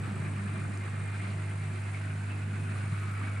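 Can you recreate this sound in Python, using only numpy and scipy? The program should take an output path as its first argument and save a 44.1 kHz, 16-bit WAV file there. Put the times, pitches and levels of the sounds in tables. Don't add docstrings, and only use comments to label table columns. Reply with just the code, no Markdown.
import sys
import numpy as np
from scipy import signal
from scipy.fft import rfft, irfft
from scipy.io import wavfile
from scipy.ndimage import uniform_filter1d

SR = 44100
rng = np.random.default_rng(int(sys.argv[2]) if len(sys.argv) > 2 else 0)


def magnitude_from_level(level_db):
    exponent = np.asarray(level_db, float) / 20
    return 10 ** exponent


def inscribe(sig):
    pcm = np.round(np.clip(np.atleast_2d(sig).T, -1, 1) * 32767)
    wavfile.write(sys.argv[1], SR, pcm.astype(np.int16))


N = 149940
STROKE_HZ = 50.03

# multiple of the stroke rate, level in dB, wobble in dB.
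HARMONICS = [(2, -34, 0.33), (3, -49.5, 1), (4, -57.5, -1.5), (5, -60.5, 4.5)]
# time in seconds, change of hum in dB.
PUMP_LOAD = [(0, -2.2), (.8, -1), (1.7, -1.2), (2.6, -0.05), (3.4, 0)]
# frequency in Hz, density in dB per Hz.
RUMBLE_SPECTRUM = [(30, -52), (50, -27), (72, -6.5), (120, -6), (190, -3), (280, -11), (550, -18.5),
                   (1100, -22)]
# time in seconds, level in dB.
RUMBLE_LEVEL = [(0, -34), (.3, -41), (.7, -39.5), (.9, -38), (1.3, -42.5), (1.75, -45), (2.3, -46.5),
                (2.8, -45), (3.4, -45)]
# frequency in Hz, width in Hz, level in dB.
CASE_MODES = [(127, 3.4, -52.5), (150, 11, -60), (197.7, 40, -55.5), (298, 4.8, -62.5), (351.3, 8.6, -66),
              (368.6, 7.9, -66), (449, 18, -78), (644, 60, -67)]
# centre in seconds, frequency in Hz, level in dB, span in seconds.
CASE_THROBS = [(.03, 150, -39, .03), (.08, 183, -47, 0.055), (.14, 205, -40.5, 0.037),
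               (.2, 152, -38, 0.077), (.31, 300, -53, 0.034), (.35, 144, -40, 0.026),
               (.43, 200, -39, 0.059), (.5, 146, -42, 0.032), (.57, 193, -44, 0.038),
               (.63, 140, -40, 0.046), (.7, 201, -39, 0.012), (.98, 148, -61, 0.036), (1.2, 151, -49, .04),
               (1.26, 190, -45, 0.05), (1.38, 152, -43.5, 0.053), (1.65, 151, -40, 0.062),
               (1.71, 194, -40, 0.015), (1.95, 150, -40, 0.059), (2.11, 258, -45, 0.033),
               (2.12, 152, -40, 0.053), (2.58, 203, -47, .03), (2.6, 149, -40.5, 0.022),
               (3.14, 190, -47.5, 0.036), (3.27, 199, -43.5, 0.025)]
# frequency in Hz, density in dB per Hz.
WASH_SPECTRUM = [(600, -4), (960, -4), (1250, 1.5), (2500, -1.5), (3200, -14), (4200, -14), (5200, -20.5),
                 (7500, -28.5)]
# time in seconds, level in dB, extra level of low bubbles in dB.
BUBBLING = [(0.0, -49.5, -4), (0.07, -46.5, 6.5), (0.98, -48.5, 10), (1.29, -44, -5), (1.36, -47, -11),
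            (1.92, -47, -13), (1.95, -44.5, -32), (1.99, -47.5, -6), (2.51, -48, 1), (3.29, -45.5, 6.5),
            (3.4, -49, 11.5)]
# frequency in Hz, width in Hz, level in dB, busiest moment and span in seconds.
TANK_MODES = [(1278, 150, -6, 3.14, 0.15), (1465, 41, -10.5, 2.55, 0.52), (2120, 230, -10, 1.96, 0.034),
              (2650, 96, -2, 2.32, 0.017), (1850, 20, -22, 0.76, 0.48), (2112, 16, -14, 1.23, 0.63),
              (2420, 41, -22, 0.68, 1), (2260, 48, -10, 3.28, 0.33), (2385, 30, -9.5, .55, .1),
              (2404, 25, -10.5, 1.105, 0.068), (1550, 25, -11, 2.09, 0.12), (2520, 50, -15, 2.67, .1),
              (2350, 25, -13, 1.67, 0.089)]
# frequency in Hz, density in dB per Hz.
HISS_SPECTRUM = [(4500, -30), (7100, -6), (8900, 0), (9800, -6.5), (10750, -18), (11200, -36), (13400, -33),
                 (15000, -50)]
# time in seconds, level in dB.
HISS_LEVEL = [(0.0, -59), (1.92, -58), (2.52, -59.5), (2.65, -58), (3.2, -58), (3.4, -59.5)]
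# time in seconds, depth of modulation from 0 to 1.
PUFF_DEPTH = [(0, .15), (.4, .27), (1.4, .22), (1.8, .12), (2.2, .2), (2.7, .1), (3.1, .25)]
# frequency in Hz, width in Hz, level in dB, busiest moment and span in seconds.
VALVE_WHISTLES = [(6800, 51, -20, 0.53, 0.7), (7990, 160, -8.5, 0.072, 0.79), (8450, 40, -25, 0.22, 0.27),
                  (8550, 50, -23, 1.1, .3), (9000, 95, -9.5, 0.54, 0.12), (8700, 57, -14, 0.96, .6),
                  (8100, 40, -10, 2.8, 0.2), (9050, 14, -18, 0.5, 0.11), (9600, 20, -18, 1.45, .03)]
# start in seconds, peak in dB, pitch in Hz.
LARGE_BUBBLES = [(0.047, -24, 1260), (0.176, -28, 1287), (.725, -38, 1850), (0.882, -35, 1176),
                 (0.93, -30, 1240), (1.06, -30, 1710), (1.396, -37, 1350), (1.492, -31, 2060),
                 (1.705, -31, 1680), (2.205, -29, 1550), (2.299, -35, 2540), (2.439, -42, 1540),
                 (2.479, -33, 1445), (2.644, -30, 1440), (2.682, -28.5, 1410), (2.721, -33, 1526),
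                 (2.936, -30, 1360), (2.965, -31, 1214), (3.134, -27, 1300), (3.311, -30, 2156),
                 (0.809, -26.5, 2060), (1.144, -25, 1530), (1.201, -24.5, 2110), (1.602, -32.5, 2150),
                 (1.944, -26, 2130), (2.529, -28.5, 1398), (2.879, -33, 1750), (3.022, -24.5, 1233),
                 (3.082, -24, 1247), (3.232, -33, 1330), (3.268, -26, 1590), (3.361, -27, 2120)]
PARTIAL_RATIOS = np.array([[1], [.88], [1.14]])
PARTIAL_SHARES = np.array([[1.3], [.55], [.65]])
# time in seconds, pitch in Hz, level in dB.
LEAK_SQUEAKS = [
    [(.22, 10800, -83), (.3, 10200, -76), (.42, 9600, -75)],
    [(2.56, 9500, -72), (2.63, 9950, -72), (2.67, 10400, -71), (2.715, 10650, -75), (2.74, 11500, -78),
     (2.785, 12900, -79)],
    [(2.735, 9300, -67), (2.77, 9900, -65), (2.805, 9450, -67), (2.85, 9600, -72)],
    [(2.92, 9500, -71), (2.955, 10350, -73), (3.005, 9950, -73), (3.04, 10500, -74), (3.13, 10650, -77)],
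    [(2.93, 12200, -86), (3.0, 12450, -81), (3.05, 12850, -82), (3.09, 12900, -83), (3.14, 13250, -83),
     (3.19, 12300, -81), (3.24, 12000, -83), (3.27, 11400, -82), (3.36, 9500, -74)],
    [(2.57, 12900, -89), (2.64, 13250, -88), (2.69, 13600, -85)],
    [(.22, 13200, -86), (.3, 13900, -87)],
    [(3.18, 10000, -76), (3.21, 9450, -67), (3.27, 9600, -68), (3.3, 9300, -72)],
]
# frequency in Hz, coherence from 0 to 1.
COHERENCE = [(40, .62), (100, .9), (170, .84), (300, .82), (600, .3), (1130, .28), (2360, .57), (4920, .55),
             (10200, .25)]
# frequency in Hz, phase in radians.
LEFT_LEAD = [(20, .12), (600, 0.), (1380, -.3), (4050, .1), (6800, -.6), (7300, -1.4), (8600, -3.9),
             (10400, -7.2)]
# frequency in Hz, level difference in dB.
LEFT_OVER_RIGHT = [(60, -1), (170, -1), (470, 0.3), (1310, .7), (3670, -1.6), (10200, -2.5)]


def evened(x):
    return x / np.sqrt(np.mean(x ** 2) + 1e-20)


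def read(points, hz):
    f, value = np.transpose(points)
    return np.interp(np.log(hz + 1), np.log(f + 1), value)


def curve(rows, column=1):
    rows = np.array(rows)
    return np.interp(np.arange(N) / SR, rows[:, 0], rows[:, column])


def drift(rate_hz):
    t = np.arange(0, N, 64) / SR
    f = np.geomspace(.1 * rate_hz, rate_hz, num=16)
    phase = rng.random(16)
    slow = (np.sin(2 * np.pi * (f * t[:, None] + phase)) / np.sqrt(f)).sum(1)
    return np.interp(np.arange(N) / SR, t, evened(slow))


def colour(x, points):
    hz = np.fft.rfftfreq(N, 1 / SR)
    inside = (hz > points[0][0]) & (hz < points[-1][0])
    return evened(irfft(rfft(x) * magnitude_from_level(read(points, hz)) * inside, N))


def resonate(x, hz, width):
    r = np.exp(-np.pi * width / SR)
    return evened(signal.lfilter([1, 0, -1], [1, -2 * r * np.cos(2 * np.pi * hz / SR), r * r], x))


def rings(x, rows, wander_db):
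    t = np.arange(N) / SR
    out = 0
    for hz, width, db, centre, span in rows:
        swell = np.exp(-((t - centre) / span) ** 2 / 2)
        out = out + magnitude_from_level(db + wander_db * drift(8)) * swell * resonate(x, hz, width)
    return out


def patchy(patchy_db, flicker_db, size=256):
    frames, bins = N * 4 // size + 5, size // 2 + 1
    draw = rng.standard_normal((frames, bins, 5)).T
    patches = evened(uniform_filter1d(uniform_filter1d(draw[4], size=5, axis=0), size=40, axis=1))
    flicker = evened(uniform_filter1d(uniform_filter1d(draw[4], size=40, axis=0), size=12, axis=1))
    z = (draw[:2] + 1j * draw[2:4]) * magnitude_from_level(patchy_db * patches + flicker_db * flicker)
    return evened(signal.istft(z, nperseg=size, noverlap=size * 3 // 4)[1][:, :N])


def hum():
    t = np.arange(N) / SR
    out = np.zeros(N)
    for k, db, wobble_db in HARMONICS:
        level = np.sqrt(2) * magnitude_from_level(db + wobble_db * drift(5.3))
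        out += level * np.sin(2 * np.pi * (k * STROKE_HZ * t + rng.random()))
    return magnitude_from_level(curve(PUMP_LOAD)) * magnitude_from_level([[-.5], [.5]]) * out


def rumble():
    drive = patchy(0.69, 1.0, size=2048)
    case = sum(magnitude_from_level(db) * resonate(drive, hz, width) for hz, width, db in CASE_MODES)
    room = magnitude_from_level(-48) * colour(drive, RUMBLE_SPECTRUM)
    level = curve(RUMBLE_LEVEL)
    return magnitude_from_level(0.39 * (level - level.mean())) * (room + case)


def throbs():
    t = np.arange(N) / SR
    out = np.zeros(N)
    for centre, hz, db, span in CASE_THROBS:
        swell = np.exp(-((t - centre) / span) ** 2 / 2)
        out += magnitude_from_level(db) * swell * np.sin(2 * np.pi * (hz * t + rng.random()))
    return np.array([out, .2 * np.roll(out, 60)])


def bubble(hz, cycles, rise):
    u = np.arange(1500) / SR * hz / cycles
    return np.minimum(u * 8, 1) * np.exp(-3 * u) * np.sin(2 * np.pi * cycles * (u + rise * u ** 2 / 2))


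def water():
    bubbles_per_s, bubble_db, bubble_cycles = 700, -6.5, 12
    size = magnitude_from_level(3.7 * np.minimum(rng.exponential(1, (2, N)), 5))
    starts = size * (rng.random((2, N)) < bubbles_per_s / SR)
    kind = rng.integers(0, 24, (2, N))
    low = magnitude_from_level(curve(BUBBLING, column=2))
    pops = np.zeros((2, N))
    for k, hz in enumerate(np.geomspace(1050, 2700, num=24)):
        hits = starts * (kind == k) * (low if hz < 1600 else 1)
        pops += signal.oaconvolve(hits, bubble(hz, bubble_cycles, 0.24)[None], axes=1)[:, :N]
    wash = colour(patchy(0.63, 1.0), WASH_SPECTRUM) + magnitude_from_level(bubble_db) * evened(pops)
    return magnitude_from_level(curve(BUBBLING) + 0.64) * evened(wash + rings(wash, TANK_MODES, 0.55))


def air():
    puff = 1 + curve(PUFF_DEPTH) * np.cos(2 * np.pi * STROKE_HZ * np.arange(N) / SR)
    drive = patchy(0.63, 0.77) * puff
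    hiss = colour(drive, HISS_SPECTRUM)
    whistles = rings(resonate(drive, 8400, 3000), VALVE_WHISTLES, 2.5)
    return magnitude_from_level(curve(HISS_LEVEL) + .6) * evened(hiss + whistles)


def shop(x):
    wet_db, t60_s = -12, .25
    t = np.arange(8000) / SR
    tail = rng.standard_normal(8000) * magnitude_from_level(-60 * t / t60_s) * (t > .004)
    wet = signal.oaconvolve(x, tail[None] / np.linalg.norm(tail), axes=1)[:, :N]
    return (x + magnitude_from_level(wet_db) * wet) / np.sqrt(1 + magnitude_from_level(2 * wet_db))


def plops():
    level_db, t60_s, attack_s = -14.5, 0.062, 0.0034
    t, out = np.arange(N) / SR, np.zeros(N)
    for start, db, hz in LARGE_BUBBLES:
        u = np.clip(t - start, 0, 1)
        envelope = np.minimum(u / attack_s, 1) * magnitude_from_level(db + level_db - 60 * u / t60_s)
        phase = 2 * np.pi * hz * PARTIAL_RATIOS * u * (1 + 1.07 * u)
        out += envelope * (PARTIAL_SHARES * np.sin(phase)).sum(0)
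    return out


def squeaks():
    t, out = np.arange(N) / SR, np.zeros(N)
    for rows in LEAK_SQUEAKS:
        on = np.clip(np.minimum(t - rows[0][0], rows[-1][0] - t) / 0.0094, 0, 1)
        hz = uniform_filter1d(curve(rows), size=600) * (1 + .004 * drift(80))
        level = np.sqrt(2) * magnitude_from_level(curve(rows, column=2) - 1.5 + 4 * drift(40))
        out += on * level * np.sin(2 * np.pi * np.cumsum(hz) / SR)
    return magnitude_from_level([[-1.5], [2.5]]) * out


def tick():
    start_s, db, t60_s = .774, -44.5, 0.0074
    u = np.clip(np.arange(N) / SR - start_s, 0, 1)
    modes = sum(share * np.sin(2 * np.pi * hz * u) for hz, share in ((6300, 1), (7600, 1.4), (5200, .8)))
    return magnitude_from_level(db - 60 * u / t60_s) * modes


def bump():
    centre_s, hz, db, width_s = 2.928, 140, -24, .006
    u = np.arange(N) / SR - centre_s
    return -magnitude_from_level(db) * np.exp(-(u / width_s) ** 2 / 2) * np.cos(2 * np.pi * hz * u)


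def scene():
    tones = hum() + squeaks()
    knocks = plops() + tick() + bump()
    diffuse = rumble() + throbs() + shop(water() + air()) + np.array([knocks, 0.3 * knocks])
    a, b = rfft(diffuse)
    hz = np.fft.rfftfreq(N, 1 / SR)
    same = np.clip(read(COHERENCE, hz), 0, 1)
    half = np.exp(.5j * read(LEFT_LEAD, hz)) * magnitude_from_level(read(LEFT_OVER_RIGHT, hz) / 2)
    shared, unrelated = np.sqrt((1 + same) / 2), np.sqrt((1 - same) / 2)
    left = (shared * a + unrelated * b) * half
    right = (shared * a - unrelated * b) / half
    return tones + irfft(np.array([left, right]), N)


def band_limit(x):
    return signal.sosfilt(signal.butter(12, 14950, fs=SR, output="sos"), x)


def record(dry):
    return band_limit(dry)


dry = scene()
out = record(dry)
inscribe(out)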